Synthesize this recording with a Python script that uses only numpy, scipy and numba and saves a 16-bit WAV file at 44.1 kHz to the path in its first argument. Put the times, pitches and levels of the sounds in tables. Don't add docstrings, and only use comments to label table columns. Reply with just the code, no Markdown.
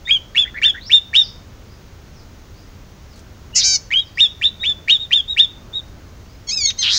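import sys
import numpy as np
from scipy import signal
from scipy.fft import rfft, irfft, next_fast_len
from scipy.io import wavfile
from scipy.ndimage import uniform_filter1d, minimum_filter1d
from numba import njit

SR = 44100
rng = np.random.default_rng(int(sys.argv[2]) if len(sys.argv) > 2 else 0)


def master(y):
    cut = np.clip(np.atleast_2d(y).T, -1, 1)
    pcm = np.round(cut * 32767)
    wavfile.write(sys.argv[1], SR, pcm.astype(np.int16))


N = 307818
T = np.arange(N) / SR

# start t/s, lock into a tone t/s, end t/s, last puff f/Hz, crest f/Hz, end f/Hz,
# stutter level/dB, tone level/dB, fade of the tone/dB, warble strength (0-1)
CHIRPS = [(0.073, 0.109, .178, 2483, 3362, 3052, -18, -11.5, 9, .2),
          (0.348, 0.38, .446, 2900, 3540, 3240, -12, -9.5, 8, 0.66),
          (.616, .649, .711, 3067, 3642, 3280, -10.5, -10, 2, 0.1),
          (0.896, 0.93, .99, 3386, 3727, 3513, -12, -7, 7.5, 0.93),
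          (1.131, 1.168, 1.229, 3403, 3813, 3490, -6.5, -9, 6, .1),
          (3.905, 3.938, 4.011, 2500, 3164, 3290, -13.5, -12, 7, .4),
          (4.173, 4.206, 4.274, 2910, 3708, 3285, -12, -8, 9.5, 0.24),
          (4.413, 4.44, 4.495, 3120, 3647, 3590, -14.5, -11, 18.5, 0.97),
          (4.632, 4.667, 4.731, 3294, 3630, 3407, -16, -14, 7.5, .2),
          (4.876, 4.911, 4.975, 3204, 3782, 3370, -10, -9.5, 11, 0.65),
          (5.108, 5.137, 5.211, 3180, 3686, 3214, -10, -13.5, 4, 0.2),
          (5.364, 5.398, 5.464, 3180, 3723, 3390, -12, -6.5, 21.5, 0.56)]
# multiple of the loud line (the second harmonic of the syrinx), relative level/dB
CHIRP_PARTIALS = [(.5, -35.5), (1, 0.5), (1.5, -34.5), (2, -33.5), (2.5, -47), (3, -37), (3.5, -55.5),
                  (4, -43.5)]
# f/Hz, relative level/dB
BREATH_SPECTRUM = [(700, -26.5), (1600, 1.5), (4000, -2), (7000, -2), (10000, 1), (13000, -2),
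                   (15500, -4.5)]


def chirps(first_hz=1880, first_db=-28, puff_s=.0074, sag_db=18, bright_db=8, crest_at=.3,
           warble_hz=84.9, warble_depth=.02, warble_db=2, side_gap_hz=800):
    out = np.zeros(N)
    for start, lock, end, last_hz, crest_hz, end_hz, last_db, level_db, fade_db, warble in CHIRPS:
        t = span(start, end)
        rising = t < lock
        climb = (t - t[0]) / (lock - t[0])
        held = np.clip((t - lock) / (end - lock), 0, 1)
        puffs = max(round((lock - start) / puff_s), 2)
        puff, age = np.divmod(climb * puffs, 1)
        stair_hz = first_hz + (last_hz - first_hz) * (puff / (puffs - 1)) ** .85
        arch_hz = np.interp(held, [0, crest_at, 1], [.94 * crest_hz, crest_hz, end_hz])
        near_crest = np.exp(-((held - crest_at) / .44) ** 2)
        shake = warble * near_crest * np.sin(2 * np.pi * warble_hz * t + wander(t, 40))
        hz = uniform_filter1d(np.where(rising, stair_hz, arch_hz * (1 + warble_depth * shake)), size=25)
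        waver = np.where(rising, .02, .0075) * wander(t, 350) + .006 * wander(t, 90)
        phase = phase_of(hz * (1 + waver))
        stutter_db = np.interp(climb, [0, .66, 1], [first_db, last_db - 2.5, last_db])
        stutter_db -= sag_db * (age - .5) * (1 - puff / puffs)
        tone_db = level_db - fade_db * held ** 1.54 + warble_db * shake + gate_db(t, 1 / SR, .0045)
        db = np.where(rising, stutter_db, tone_db) + 1.4 * wander(t, 130)
        unrest = np.where(rising, .055, .01)
        phase += unrest * wander(t, 2200)
        envelope = uniform_filter1d(undb(db), size=40) * (1 + unrest * wander(t, 2200))
        voice = noise(BREATH_SPECTRUM, len(t)) * undb(np.where(rising, -34, -42))
        for k, partial_db in CHIRP_PARTIALS:
            flicker_db = 4 * (k != 1) * wander(t, 129.4)
            voice += undb(partial_db + rising * bright_db * (k > 1) + flicker_db) * np.sin(k * phase)
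        side = undb(-28 + 6 * wander(t, 37)) * np.sin(phase - 2 * np.pi * side_gap_hz * t)
        voice += side * uniform_filter1d(1. - rising, size=201)
        add(out, t, envelope * np.sqrt(2) * voice, fade_s=.0025)
    return out


# t/s, f/Hz
BUZZ_PITCH = [(3.547, 649), (3.585, 700), (3.599, 778), (3.671, 778), (3.741, 769), (3.765, 721),
              (3.775, 690)]


def buzz(crack_s=3.621, crack_width_s=.021, crack_dip_db=6.5):
    times, pitch = np.transpose(BUZZ_PITCH)
    t = span(times[0], times[-1])
    crack = np.exp(-((t - crack_s) / crack_width_s) ** 2)
    db = ramp(t, -11, -15) - crack_dip_db * crack + gate_db(t, attack_s=.015, release_s=.014)
    rough = ramp(t, .12, .02) + .6 * crack
    throat_hz = ramp(t, 5250, 4600) * (1 - .29 * crack)
    return pulsed_voice(t, np.interp(t, times, pitch), db, rough, throat_hz, upper_ratio=1.33,
                        widths_hz=(1490, 1600), upper_db=-.5, broad_db=-14, air_db=-23, direct_db=-30)


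# t/s, f/Hz
RASP_FORMANT = [(6.81, 4000), (6.83, 3260), (6.854, 2880), (6.888, 2840), (6.945, 3940), (6.98, 4100)]


def rasp(pulse_hz=823):
    times, formant = np.transpose(RASP_FORMANT)
    t = span(times[0], times[-1])
    throat_hz = np.interp(t, times, formant)
    closed = (throat_hz.max() - throat_hz) / np.ptp(throat_hz)
    hz = pulse_hz * (1 + .033 * wander(t, 40))
    db = -16 + gate_db(t, attack_s=.018, release_s=1 / SR)
    rough = np.full(len(t), .8)
    out = pulsed_voice(t, hz, db, rough, throat_hz, upper_ratio=1.384, widths_hz=(1120, 2320),
                       upper_db=-2.5 - 7.5 * closed, broad_db=-16.5, air_db=-3,
                       direct_db=-30 - 9 * closed, broad_hz=1950)
    hiss = noise([(7000, -15), (10000, -11), (14000, -3)], len(t))
    add(out, t, undb(-31 - 24 * closed) * hiss)
    return out


def creak(start_s=6.694, end_s=6.717):
    t = span(start_s, end_s)
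    db = -16 + gate_db(t, attack_s=.013, release_s=.013)
    return pulsed_voice(t, hz=ramp(t, 494, 310), db=db, rough=ramp(t, .55, .84),
                        throat_hz=ramp(t, 4100, 2700), upper_ratio=1.7, widths_hz=(1200, 1800),
                        upper_db=-4, broad_db=-5, air_db=-16, direct_db=-42)


def pulsed_voice(t, hz, db, rough, throat_hz, upper_ratio, widths_hz, upper_db, broad_db, air_db,
                 direct_db, broad_hz=2550, jitter=.12, shimmer_db=3):
    cycles = np.cumsum(hz) / SR
    k = np.arange(1, int(cycles[-1]))
    unrest = np.interp(k, cycles, rough)
    timing, strength = rng.standard_normal((512, 2))[:len(k)].T
    late = jitter * unrest * (timing + 2 * np.sin(np.pi * k / 2))
    centres = np.interp(k + late, cycles, np.arange(len(t)))
    taps = np.round(centres).astype(int)[:, None] + np.arange(-8, 9)
    clicks = undb(shimmer_db * unrest * strength)[:, None] * np.sinc(taps - centres[:, None])
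    pulses = np.bincount(np.clip(taps, 0, len(t) - 1).ravel(), clicks.ravel(), len(t))
    drive = unit(pulses) + undb(air_db) * rough * rng.standard_normal(len(t))
    lower = resonance(drive, throat_hz, widths_hz[0])
    upper = undb(upper_db) * resonance(drive, upper_ratio * throat_hz, widths_hz[1])
    broad = undb(broad_db) * resonance(drive, np.full(len(t), float(broad_hz)), width_hz=1700)
    voice = lower - upper + broad + undb(direct_db) * drive
    running_rms = np.sqrt(np.abs(uniform_filter1d(voice ** 2, size=500)) + 1e-12)
    out = np.zeros(N)
    add(out, t, undb(db) * voice / running_rms)
    return out


# t/s, f/Hz
WHINE_PITCHES = [
    [(6.47, 1090), (6.488, 1122), (6.502, 1032), (6.52, 1243), (6.544, 1323), (6.598, 1221), (6.614, 1145),
     (6.682, 1061), (6.71, 997)],
    [(6.772, 900), (6.788, 1056), (6.814, 1038), (6.832, 907)],
]
# f/Hz, gain/dB
THROAT_RESPONSE = [(1100, -25), (2300, -11), (3700, -1), (4900, 2), (6600, 1.5), (7600, -12.5),
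                   (9000, -22.5), (12000, -23)]


def whines(odd_db=(-6.5, -15.5), air_db=-25):
    out = np.zeros(N)
    k = np.arange(1, 11)[:, None]
    for contour in WHINE_PITCHES:
        times, pitch = np.transpose(contour)
        t = span(times[0], times[-1])
        hz = np.interp(t, times, pitch)
        phase = phase_of(hz * (1 + .003 * wander(t, 500)))
        flicker_db = 1.5 * np.array([wander(t, 90) for _ in k])
        gains = gain_at(THROAT_RESPONSE, k * hz) * undb(ramp(t, *odd_db) * (k % 2) + flicker_db)
        voice = np.sum(gains * np.sin(k * phase), axis=0) / np.sqrt(np.sum(gains ** 2, axis=0) / 2)
        db = ramp(t, -23, -19.5) + gate_db(t, attack_s=.018, release_s=.013) + 2.5 * wander(t, 142)
        breath = undb(air_db) * noise(THROAT_RESPONSE, len(t))
        add(out, t, undb(db) * (voice + breath))
    return out


# start t/s, end t/s, crest f/Hz, level/dB
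PEEPS = [(0.05, 0.117, 3740, -32.5), (3.529, 3.573, 2950, -38), (3.965, 4.039, 3830, -32.5),
         (4.461, 4.497, 3950, -30), (4.597, 4.662, 3786, -29), (4.982, 5.064, 3750, -28.5),
         (5.275, 5.351, 3826, -24.5), (5.727, 5.806, 3787, -26.5), (6.661, 6.715, 3780, -22.5)]


def peeps():
    out = np.zeros(N)
    for start, end, hz, db in PEEPS:
        t = span(start, end)
        note = slur(t, hz, glide_oct=0, bow_oct=.13, waver=.004, flutter_db=2, octave_db=-29, taper_db=6)
        add(out, t, undb(db) * note)
    return out


# start t/s, end t/s, middle f/Hz, level/dB
CHURRS = [(0.446, 0.498, 1990, -36), (.538, 0.57, 1750, -33.5), (0.553, 0.599, 2160, -28.5),
          (0.631, .69, 1780, -31), (0.739, 0.797, 1860, -33.5)]


def churrs():
    out = np.zeros(N)
    for start, end, hz, db in CHURRS:
        t = span(start, end)
        note = slur(t, hz, glide_oct=.25, bow_oct=.15, waver=.072, flutter_db=3.5, octave_db=-28)
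        add(out, t, undb(db) * note)
    return out


def slur(t, middle_hz, glide_oct, bow_oct, waver, flutter_db, octave_db, taper_db=4):
    progress = ramp(t, 0, .99)
    off_centre = (2 * progress - 1) ** 2
    hz = middle_hz * 2 ** (glide_oct * (progress - .5) - bow_oct * off_centre)
    phase = phase_of(hz * (1 + waver * wander(t, 600)))
    swell = np.sqrt(np.sin(np.pi * progress)) * undb(flutter_db * wander(t, 300) - taper_db * off_centre)
    return unit(swell * (np.sin(phase) + undb(octave_db) * np.sin(2 * phase)))


# t/s, initial level/dB
FLICKS = [(3.128, -57), (3.158, -49), (3.176, -49), (3.191, -45.5), (3.222, -62), (5.88, -55)]


def hop(decay_s=.0099):
    out = np.zeros(N)
    for start, db in FLICKS:
        t = span(start, start + .04)
        flick = noise([(300, -14), (2000, -3), (6500, 2), (9000, -7), (15000, -20)], len(t))
        add(out, t, undb(db) * np.exp(-(t - start) / decay_s) * flick)
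    return out


# start t/s, end t/s, middle f/Hz, glide/octaves, source level/dB
WHISTLES = [(0.802, 0.867, 4300, 0.47, -40), (0.849, .895, 5320, .36, -33.5),
            (1.183, 1.273, 5270, -0.48, -32), (1.68, 1.78, 4950, .1, -56.5),
            (2.139, 2.229, 5130, -0.64, -52), (2.53, 2.649, 4860, 0.24, -56), (3.069, 3.17, 5000, -.7, -54),
            (4.028, 4.106, 5020, -.57, -51.5), (4.146, 4.26, 5400, 0.3, -41.5),
            (6.25, 6.382, 4930, 0.23, -58.5)]


def whistles():
    out = np.zeros(N)
    for start, end, hz, glide_oct, db in WHISTLES:
        t = span(start, end)
        note = slur(t, hz, glide_oct, bow_oct=.11, waver=.025, flutter_db=3, octave_db=-49)
        add(out, t, undb(db) * note)
    return out


# f/Hz, relative level/dB
RUMBLE_SPECTRUM = [(12, -36), (20, -5.5), (81, -0.5), (112, -4.5), (145, -12.5), (202, -12.5), (331, -16.5),
                   (383, -17), (443, -19), (640, -21), (688, -23.5), (906, -24), (1600, -26.5), (2080, -61),
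                   (3520, -120)]
# f/Hz, relative level/dB
HISS_SPECTRUM = [(1300, -19), (1750, 4), (3100, 0.5), (5000, -1), (6600, -0.5), (7600, -11.5), (9000, -15),
                 (13500, -19.5), (14800, -6.5), (16000, -4)]
# f/Hz, level/dB
HUM_PARTIALS = [(77, -54), (99, -58), (150, -57.5), (200, -59)]


def background(rumble_db=-41, sway_db=.77, hiss_db=-52):
    hum = sum(undb(db) * np.sqrt(2) * np.sin(2 * np.pi * hz * T + 1.6 * wander(T, 6))
              for hz, db in HUM_PARTIALS)
    rumble = noise(RUMBLE_SPECTRUM, N) * undb(rumble_db - sway_db * wander(T, 3))
    return rumble + hum + noise(HISS_SPECTRUM, N) * undb(hiss_db)


def undb(db):
    return 10 ** (np.asarray(db) / 20)


def unit(x):
    return x / np.sqrt(np.mean(x ** 2) + 1e-18)


def phase_of(hz):
    return 2 * np.pi * np.cumsum(hz) / SR


def span(start, end):
    return T[int(start * SR):int(end * SR)]


def ramp(t, first, last):
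    return np.linspace(first, last, len(t))


def wander(t, rate_hz):
    return np.interp((t - t[0]) * rate_hz, np.arange(1024), rng.standard_normal(1024)) * np.sqrt(3 / 2)


def gate_db(t, attack_s, release_s, edge_db=-25.5):
    return edge_db * (1 - np.clip(np.minimum((t - t[0]) / attack_s, (t[-1] - t) / release_s), 0, 1))


def add(out, t, x, fade_s=.00084):
    first = int(round(t[0] * SR))
    out[first:first + len(t)] += x * np.clip(np.minimum(t - t[0], t[-1] - t) / fade_s, 0, 1)


def gain_at(points, hz):
    f, db = np.transpose(points)
    return undb(np.interp(np.log(hz + 1), np.log(f), db))


def filtered(x, points):
    size = next_fast_len(len(x), real=True)
    hz = np.arange(size // 2 + 1) * SR / size
    return irfft(rfft(x, size) * gain_at(points, hz), size)[:len(x)]


def noise(points, size):
    return unit(filtered(rng.standard_normal(size), points))


@njit
def bandpass(x, hz, width_hz):
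    y, band_state, low_state = np.empty(len(x)), 0., 0.
    for i in range(len(x)):
        g, damping = np.tan(np.pi * hz[i] / SR), width_hz / hz[i]
        band = (band_state + g * (x[i] - low_state)) / (1 + g * (g + damping))
        band_state = 2 * band - band_state
        low_state += 2 * g * band
        y[i] = damping * band
    return y


def resonance(x, hz, width_hz):
    return bandpass(bandpass(x, hz, float(width_hz)), hz, float(width_hz))


def reverberation(x, t60_s, gap_s):
    t = T[:SR // 2]
    tail = rng.standard_normal(len(t)) * undb(-60 * t / t60_s) * (t > gap_s)
    return signal.oaconvolve(x, tail / np.linalg.norm(tail))[:N]


# f/Hz, gain/dB
BEAK_RESPONSE = [(750, -0.5), (1200, -2.5), (1900, -1), (6900, 1), (7700, -6), (8700, -9), (10000, -20),
                 (15000, -20.5)]


def scene():
    voice = chirps() + whines() + peeps() + churrs() + buzz() + creak() + rasp()
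    near = filtered(voice, BEAK_RESPONSE) + hop()
    far = whistles()
    cage = undb(-9) * reverberation(near, t60_s=.08, gap_s=.0012)
    room = reverberation(undb(-21.5) * near + undb(-6.5) * far, t60_s=.38, gap_s=.006)
    return (near + undb(-4) * far + cage + room + background())[None]


def record(dry, ceiling=.95, cutoff_hz=15700):
    gain = minimum_filter1d(ceiling / np.maximum(np.abs(dry), ceiling), size=201)
    limited = dry * uniform_filter1d(gain, size=101)
    return signal.sosfilt(signal.ellip(10, .2, 80, cutoff_hz, fs=SR, output="sos"), limited)


dry = scene()
out = record(dry)
master(out)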